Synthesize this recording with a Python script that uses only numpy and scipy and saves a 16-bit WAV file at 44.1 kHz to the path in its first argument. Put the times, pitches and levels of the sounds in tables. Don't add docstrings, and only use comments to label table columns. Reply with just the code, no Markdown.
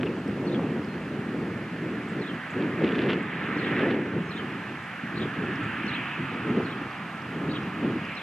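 import sys
import numpy as np
from scipy import signal
from scipy.fft import rfft, irfft
from scipy.io import wavfile
from scipy.ndimage import uniform_filter1d

SR = 44100
rng = np.random.default_rng(int(sys.argv[2]) if len(sys.argv) > 2 else 0)


def digitize_waveform(pressure):
    field = np.atleast_2d(pressure).T
    bounded = np.clip(field, -1, 1)
    quanta = np.round(bounded * 32767).astype(np.int16)
    wavfile.write(sys.argv[1], SR, quanta)


N = 362502
FRAME, HOP = 1024, 256
BINS = np.fft.rfftfreq(FRAME, 1 / SR)
FRAME_TIMES = np.arange(N // HOP + 2) * HOP / SR
TIMES = np.arange(N) / SR

# frequency_hz, density_db
HISS_SPECTRUM = [(500, -2.5), (3000, 5), (4500, 6), (5600, 0.5), (7500, -3), (10000, -8), (13400, -13)]
# deepest_s, gain_db, sink_s, recovery_s
BACKGROUND_DIPS = [(3.25, -3, 0.19, 0.33), (4.0, -3, 0.16, 0.43)]
# start_s, level_db, centre_hz,
# decay_s
DRY_TICKS = [(.066, -36.5, 2660, 0.012), (.276, -55, 5000, .006), (.278, -63, 8100, .012),
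             (0.8455, -47, 5000, .0012), (2.085, -62, 7500, .025), (2.505, -60, 7000, .014),
             (3.117, -29, 3100, 0.0032), (3.2272, -61, 8000, .005), (5.5574, -45, 5000, 0.0014),
             (5.64, -60, 7500, .005), (6.9098, -49, 5000, .0015), (7.2196, -56, 5200, .007),
             (7.6327, -49, 5200, .0012), (8.0517, -46, 5100, .0012)]
# start_s, length_s, pitch_hz, level_db, mid_sag_ratio
FAR_CALLS = [(0.18, .028, 7750, -65, .005), (.875, .085, 4300, -58, .033), (4.245, .06, 6460, -64, .003),
             (4.35, .05, 6480, -68, .003), (4.56, 0.21, 4300, -65, 0.012)]
# delay_s, length_s, first_hz, middle_hz, last_hz, gain_db, trill_depth_hz
SLUR = [(-.013, 0.0075, 5450, 5640, 5450, -10, 0), (0, 0.0238, 4310, 4220, 3790, -1, 0),
        (0.024, 0.015, 3250, 3620, 3920, -4, 0), (0.05, .026, 3450, 3750, 4450, 0, 0),
        (.072, 0.0295, 3440, 3225, 3150, 3, 0)]
WARBLE = [(-.002, .016, 3600, 4200, 4350, -3, 0), (.013, 0.02, 4450, 4270, 4230, 2.5, 422.5),
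          (.036, 0.0216, 3130, 3600, 4050, 1, 0), (.056, .03, 3950, 3550, 2950, 6.5, 389)]
# start_s, level_db, pitch_ratio, notes
BIRD_CHIRPS = [(.466, -46, 1.02, SLUR), (2.211, -45.5, 0.97, SLUR), (3.583, -44, 1.0, SLUR),
               (4.305, -43.5, 0.96, SLUR), (5.157, -45, 0.96, WARBLE), (5.877, -40.5, 0.99, SLUR),
               (6.646, -47.5, 1.0, SLUR), (7.493, -44.5, 0.95, WARBLE), (8.165, -40, 0.95, SLUR)]
# frequency_hz, density_db
ENGINE_SPECTRUM = [(20, -65), (40, -32), (62, -21), (90, -8.5), (180, 5), (300, -7.5), (450, -8.5),
                   (750, -7.5), (1100, -11), (2500, -49)]
# frequency_hz, density_db
TYRE_SPECTRUM = [(300, -31), (520, -6.5), (750, -2.5), (1050, -3), (1270, 0), (1450, -3), (1720, -0.5),
                 (2150, -4), (2750, -6), (3300, -14), (3900, -20.5), (5500, -49.5)]
# frequency_hz, correlation_ratio
ROAD_LIKENESS = [(600, 0.99), (1000, 0.97), (1500, 0.93), (2800, 0.88), (4000, 0.97), (6000, 0.33)]
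# frequency_hz, left_minus_right_db
ROAD_BALANCE = [(650, -1), (900, -1), (1350, -5), (1700, -3), (2400, -0.3), (2900, -2), (3400, -4),
                (4000, -6), (5000, -3)]
# frequency_hz, left_lead_rad
ROAD_PHASE = [(550, 0), (900, 0.33), (1300, 0.25), (1550, 0.47), (2300, 0.33), (3300, -0.28), (3800, 2.1),
              (4500, 2)]
# peak_s, level_db, half_power_s, tread_hz, tread_db, ground_hz, ground_db
TYRE_SWELLS = [(.76, -43, 2.1, 1600, 2, 503, 6.5), (2.55, -42, 0.24, 1640, 11, 550, -2),
               (3.42, -34, 0.43, 1940, 4.5, 650, -2.5), (3.8, -32.5, 0.11, 1920, 6.5, 710, -7),
               (4.6, -47, 0.24, 1770, -8, 510, -11), (5.64, -36.5, 0.44, 1620, 7, 600, -3),
               (5.97, -36.6, 0.18, 2580, 12.5, 630, -21), (6.52, -38.5, 0.49, 1215, 3.5, 450, -7),
               (7.71, -39.5, 0.35, 1330, 2.5, 392, -18), (8.12, -39, 0.11, 2400, 11, 370, -15)]
# middle_s, level_db, half_length_s
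SPUTTER_BURSTS = [(0.047, -44, .03), (2.611, -39.5, .006), (2.862, -38, 0.036), (2.997, -39, 0.066),
                  (3.11, -34.5, 0.027), (3.806, -40, 0.023), (3.915, -37.5, 0.023), (6.59, -52, .03),
                  (7.867, -51, 0.055)]
# start_s, peak_db, centre_hz
AIR_SLAPS = [(.0107, -28, 2100), (.0318, -20, 1850), (.5465, -27, 1900), (.5935, -23, 780),
             (2.6243, -27.5, 2300), (3.9122, -25, 2100)]
# frequency_hz, density_db
RUMBLE_SPECTRUM = [(20, -87), (40, -52), (62, -42), (100, -20.5), (140, 0), (185, -0.5), (270, -1),
                   (350, -5), (430, -10), (540, -19), (700, -26), (1000, -30.5), (1600, -44), (3000, -91)]
# peak_s, level_db, rise_s, fall_s, brightness_db
WIND_GUSTS = [(.03, -27, 0.12, 0.15, 1), (.3, -29, 0.054, .03, -2), (.55, -26, 0.21, 0.24, 1),
              (.76, -30, 0.034, 0.065, 2.5), (.97, -35, 0.15, .2, 1), (1.17, -30.5, 0.075, .05, 1),
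              (1.39, -30, 0.17, 0.25, 1.5), (1.89, -31, 0.17, .2, -0.5), (2.2, -29.5, 0.098, 0.036, 1.5),
              (2.34, -32.9, 0.086, 0.044, 0.5), (2.6, -26.5, 0.054, .15, 1), (2.83, -24, 0.05, 0.095, -.5),
              (3.09, -24.5, 0.21, 0.12, 1), (3.61, -31.5, 0.33, .18, 2), (3.88, -24.5, 0.2, .18, 2.5),
              (4.17, -27.5, 0.059, 0.083, -1), (4.42, -34.5, 0.15, 0.26, 0.5), (4.73, -39, 0.068, .05, 0),
              (5.05, -34, 0.038, .03, -3), (5.24, -28, 0.097, 0.043, -1), (5.4, -30.5, 0.063, 0.21, -1),
              (5.68, -33.5, .15, 0.032, -3.5), (5.87, -33.5, 0.13, 0.2, -5), (6.19, -30, 0.016, .07, -3.5),
              (6.33, -32, 0.027, .06, 2.5), (6.52, -26, 0.083, 0.13, -1.5), (6.585, -24, 0.029, 0.023, 0.5),
              (6.86, -36.5, .26, 0.026, 2), (7.03, -42, 0.053, 0.15, -2), (7.5, -29.5, 0.18, 0.11, 0),
              (7.68, -31.5, 0.084, 0.019, -5), (7.85, -24.5, 0.016, 0.026, 1.5), (7.89, -28, 0.13, .13, -1)]


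def gain_of(db):
    return 10 ** (np.asarray(db) / 20)


def unit_rms(x):
    return x / np.sqrt(np.mean(x ** 2) + 1e-20)


def on_bins(points):
    hz, value = np.transpose(points)
    return np.interp(np.log(BINS + 1), np.log(hz + 1), value)


def bell(hz, octaves):
    return np.exp(-(np.log2((BINS + 1) / hz) / octaves) ** 2)


def add(mix, start_s, sound):
    part = mix[max(round(start_s * SR), 0):][:len(sound)]
    part += sound[:len(part)]


def band(x, low_hz, high_hz, order=2):
    return signal.sosfilt(signal.butter(order, [low_hz, high_hz], "band", fs=SR, output="sos"), x)


def random_spectra():
    shape = len(FRAME_TIMES), len(BINS)
    return rng.standard_normal(shape) + 1j * rng.standard_normal(shape)


def patches(size):
    slow = uniform_filter1d(random_spectra().real, size, axis=0)
    return unit_rms(uniform_filter1d(slow, size, axis=1))


def port_pair(likeness):
    left = random_spectra()
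    return np.array([left, likeness * left + np.sqrt(1 - likeness ** 2) * random_spectra()])


def coloured(spectra, colour_db):
    colour = gain_of(colour_db)
    colour = colour / np.linalg.norm(colour, axis=-1, keepdims=True)
    _, noise = signal.istft(np.swapaxes(spectra * colour, -1, -2), nperseg=FRAME, noverlap=FRAME - HOP)
    return unit_rms(noise[..., :N])


def hiss(level_db=-58, lean_db=0.45):
    noise = coloured(port_pair(likeness=0.33), on_bins(HISS_SPECTRUM) + 1.2 * patches(size=8))
    return gain_of(level_db) * noise * gain_of([[lean_db], [-lean_db]])


def background_dips():
    return gain_of(sum(db * np.interp(TIMES - deepest_s, [-sink_s, 0, recovery_s], [0, 1, 0])
                       for deepest_s, db, sink_s, recovery_s in BACKGROUND_DIPS))


def ticks(width_ratio=1.13):
    out, t = np.zeros(N), np.arange(SR // 10) / SR
    for start_s, db, hz, decay_s in DRY_TICKS:
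        fade = np.exp(-t / decay_s)
        burst = band(rng.standard_normal(len(t)) * fade, hz / width_ratio, hz * width_ratio, order=3)
        add(out, start_s, gain_of(db) * burst * np.linalg.norm(fade) / np.linalg.norm(burst))
    return out


def tree_echo(x, t60_s=0.16, echoes_per_s=2000):
    t = np.arange(SR // 2) / SR
    taps = rng.standard_normal((2, len(t))) * (rng.random((2, len(t))) < echoes_per_s / SR)
    tail = taps * gain_of(-60 * t / t60_s) * (t > .004)
    return signal.fftconvolve(x[None], tail / np.linalg.norm(tail[0]), axes=1)[:, :N]


def far_calls():
    out = np.zeros(N)
    for start_s, length_s, hz, db, sag in FAR_CALLS:
        arch = np.sin(np.linspace(0, np.pi, round(length_s * SR)))
        phase = 2 * np.pi * np.cumsum(hz * (1 - sag * arch)) / SR
        add(out, start_s, gain_of(db) * np.sqrt(abs(arch)) * np.sin(phase))
    return out


def bird_note(length_s, bend_hz, trill_depth_hz, pitch_ratio, trill_rate_hz=79, fade_db_per_hz=0.0025):
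    t = np.arange(0, length_s, 1 / SR)
    progress = t / length_s
    hz = np.polyval(np.polyfit([0, .5, 1], bend_hz, 2), progress)
    hz += trill_depth_hz * np.cos(2 * np.pi * trill_rate_hz * t)
    envelope = np.sqrt(np.sin(np.pi * progress)) * gain_of(-fade_db_per_hz * (hz - hz.mean()))
    waver = 1 + 0.024 * unit_rms(uniform_filter1d(rng.standard_normal(len(t)), size=90))
    return envelope * np.sin(2 * np.pi * np.cumsum(pitch_ratio * hz * waver) / SR)


def birds(echo_db=-6, lean_db=2.0):
    song, far = np.zeros(N), far_calls()
    for start_s, db, pitch_ratio, notes in BIRD_CHIRPS:
        for delay_s, length_s, *bend_hz, note_db, trill_depth_hz in notes:
            note = bird_note(length_s, bend_hz, trill_depth_hz, pitch_ratio)
            add(song, start_s + delay_s, gain_of(db + note_db) * note)
    right = np.concatenate([np.zeros(3), song])[:N]
    direct = np.array([song, right]) * gain_of([[lean_db], [-lean_db]])
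    return direct + far + gain_of(echo_db) * tree_echo(song + far)


def far_engines(start_db=-49.5, nearing_db_per_s=0.78):
    drone = coloured(random_spectra(), on_bins(ENGINE_SPECTRUM))
    return gain_of(start_db + nearing_db_per_s * TIMES) * drone


def tyre_roar(gain_db=0.5, patchy_db=0.73):
    power = 0
    for peak_s, db, half_power_s, tread_hz, tread_db, ground_hz, ground_db in TYRE_SWELLS:
        tread = tread_db * bell(tread_hz, octaves=0.43)
        ground = ground_db * bell(ground_hz, octaves=0.46)
        colour = gain_of(on_bins(TYRE_SPECTRUM) + tread + ground) ** 2
        swell = gain_of(db) ** 2 / (1 + ((FRAME_TIMES - peak_s) / half_power_s) ** 2)
        power = power + np.outer(swell, colour / colour.sum())
    to_left = gain_of(on_bins(ROAD_BALANCE) / 2) * np.exp(1j * on_bins(ROAD_PHASE) / 2)
    ports = port_pair(on_bins(ROAD_LIKENESS)) * np.array([to_left, 1 / to_left])[:, None]
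    roar = coloured(ports, 10 * np.log10(power) + patchy_db * patches(size=12))
    envelope = np.interp(TIMES, FRAME_TIMES, np.sqrt(power.sum(1)))
    return gain_of(gain_db) * envelope * roar


def wind_sputter(pops_per_s=1200, spread_db=5.5, rasp_hz=32, rasp_db=6.5):
    pops = (rng.random(N) < pops_per_s / SR) * rng.choice([-1, 1], N)
    pops = pops * gain_of(spread_db * np.minimum(rng.exponential(1, N), 2.5))
    pulsing = band(rng.standard_normal(N), rasp_hz / 1.46, rasp_hz * 1.54)
    rasps = gain_of(rasp_db * np.cos(np.angle(signal.hilbert(pulsing))))
    bursts = sum(gain_of(db) / (1 + ((TIMES - middle_s) / half_length_s) ** 4)
                 for middle_s, db, half_length_s in SPUTTER_BURSTS)
    return bursts * unit_rms(band(pops * rasps, low_hz=1000, high_hz=3200, order=4))


def air_slaps(width_ratio=1.62):
    out = np.zeros(N)
    for start_s, db, hz in AIR_SLAPS:
        slap = band(signal.unit_impulse(SR // 50), hz / width_ratio, hz * width_ratio, order=5)
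        add(out, start_s, gain_of(db) * slap / abs(slap).max())
    return out


def gusts(calm_db=-47.5):
    peak_s, db, rise_s, fall_s, bright_db = np.transpose(WIND_GUSTS)[:, :, None]
    from_peak = (FRAME_TIMES - peak_s) / np.where(FRAME_TIMES < peak_s, rise_s, fall_s)
    power = gain_of(db) ** 2 / (1 + from_peak ** 2 / 2) ** 4
    total = power.sum(0) + gain_of(calm_db) ** 2
    return 10 * np.log10(total), (power * bright_db).sum(0) / total


def wind_rumble(gain_db=0.21, usual_db=-31, knee_hz=340, octaves_per_db=0.013):
    force_db, bright_db = gusts()
    excess_db = force_db - usual_db
    shift = 2 ** (octaves_per_db * excess_db)
    colour_db = np.interp(BINS / shift[:, None], BINS, on_bins(RUMBLE_SPECTRUM))
    upper_band = np.clip(np.log2((BINS + 1) / knee_hz) + .5, 0, 1.1)
    tilt_db = 2.0 + 1.7 * bright_db + 0.23 * excess_db
    air = coloured(random_spectra(), colour_db + np.outer(tilt_db, upper_band))
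    air = air / np.sqrt(uniform_filter1d(air ** 2, size=2600))
    flutter_db = 0.9 * unit_rms(band(rng.standard_normal(N), 32.7, 39.6))
    surge_db = unit_rms(band(rng.standard_normal(N), 6.1, 15.8))
    force = gain_of(np.interp(TIMES, FRAME_TIMES, force_db) + gain_db)
    return force * unit_rms(air * gain_of(flutter_db + surge_db))


def scene():
    wind = wind_rumble() + wind_sputter() + air_slaps()
    background = tyre_roar() + far_engines() + hiss()
    return wind + background_dips() * background + birds() + ticks()


def record(dry, low_cut_hz=58, mono_hz=520, top_hz=13580):
    dry = signal.sosfilt(signal.butter(2, low_cut_hz, "high", fs=SR, output="sos"), dry)
    mid, side = (dry[0] + dry[1]) / 2, (dry[0] - dry[1]) / 2
    slope = (np.fft.rfftfreq(N, 1 / SR) / mono_hz) ** 6
    side = irfft(rfft(side) * slope / (1 + slope), N)
    low_pass = signal.firwin(511, top_hz, window=("kaiser", 9), fs=SR)
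    return signal.oaconvolve(np.array([mid + side, mid - side]), low_pass[None], "same")


dry = scene()
out = record(dry)
digitize_waveform(out)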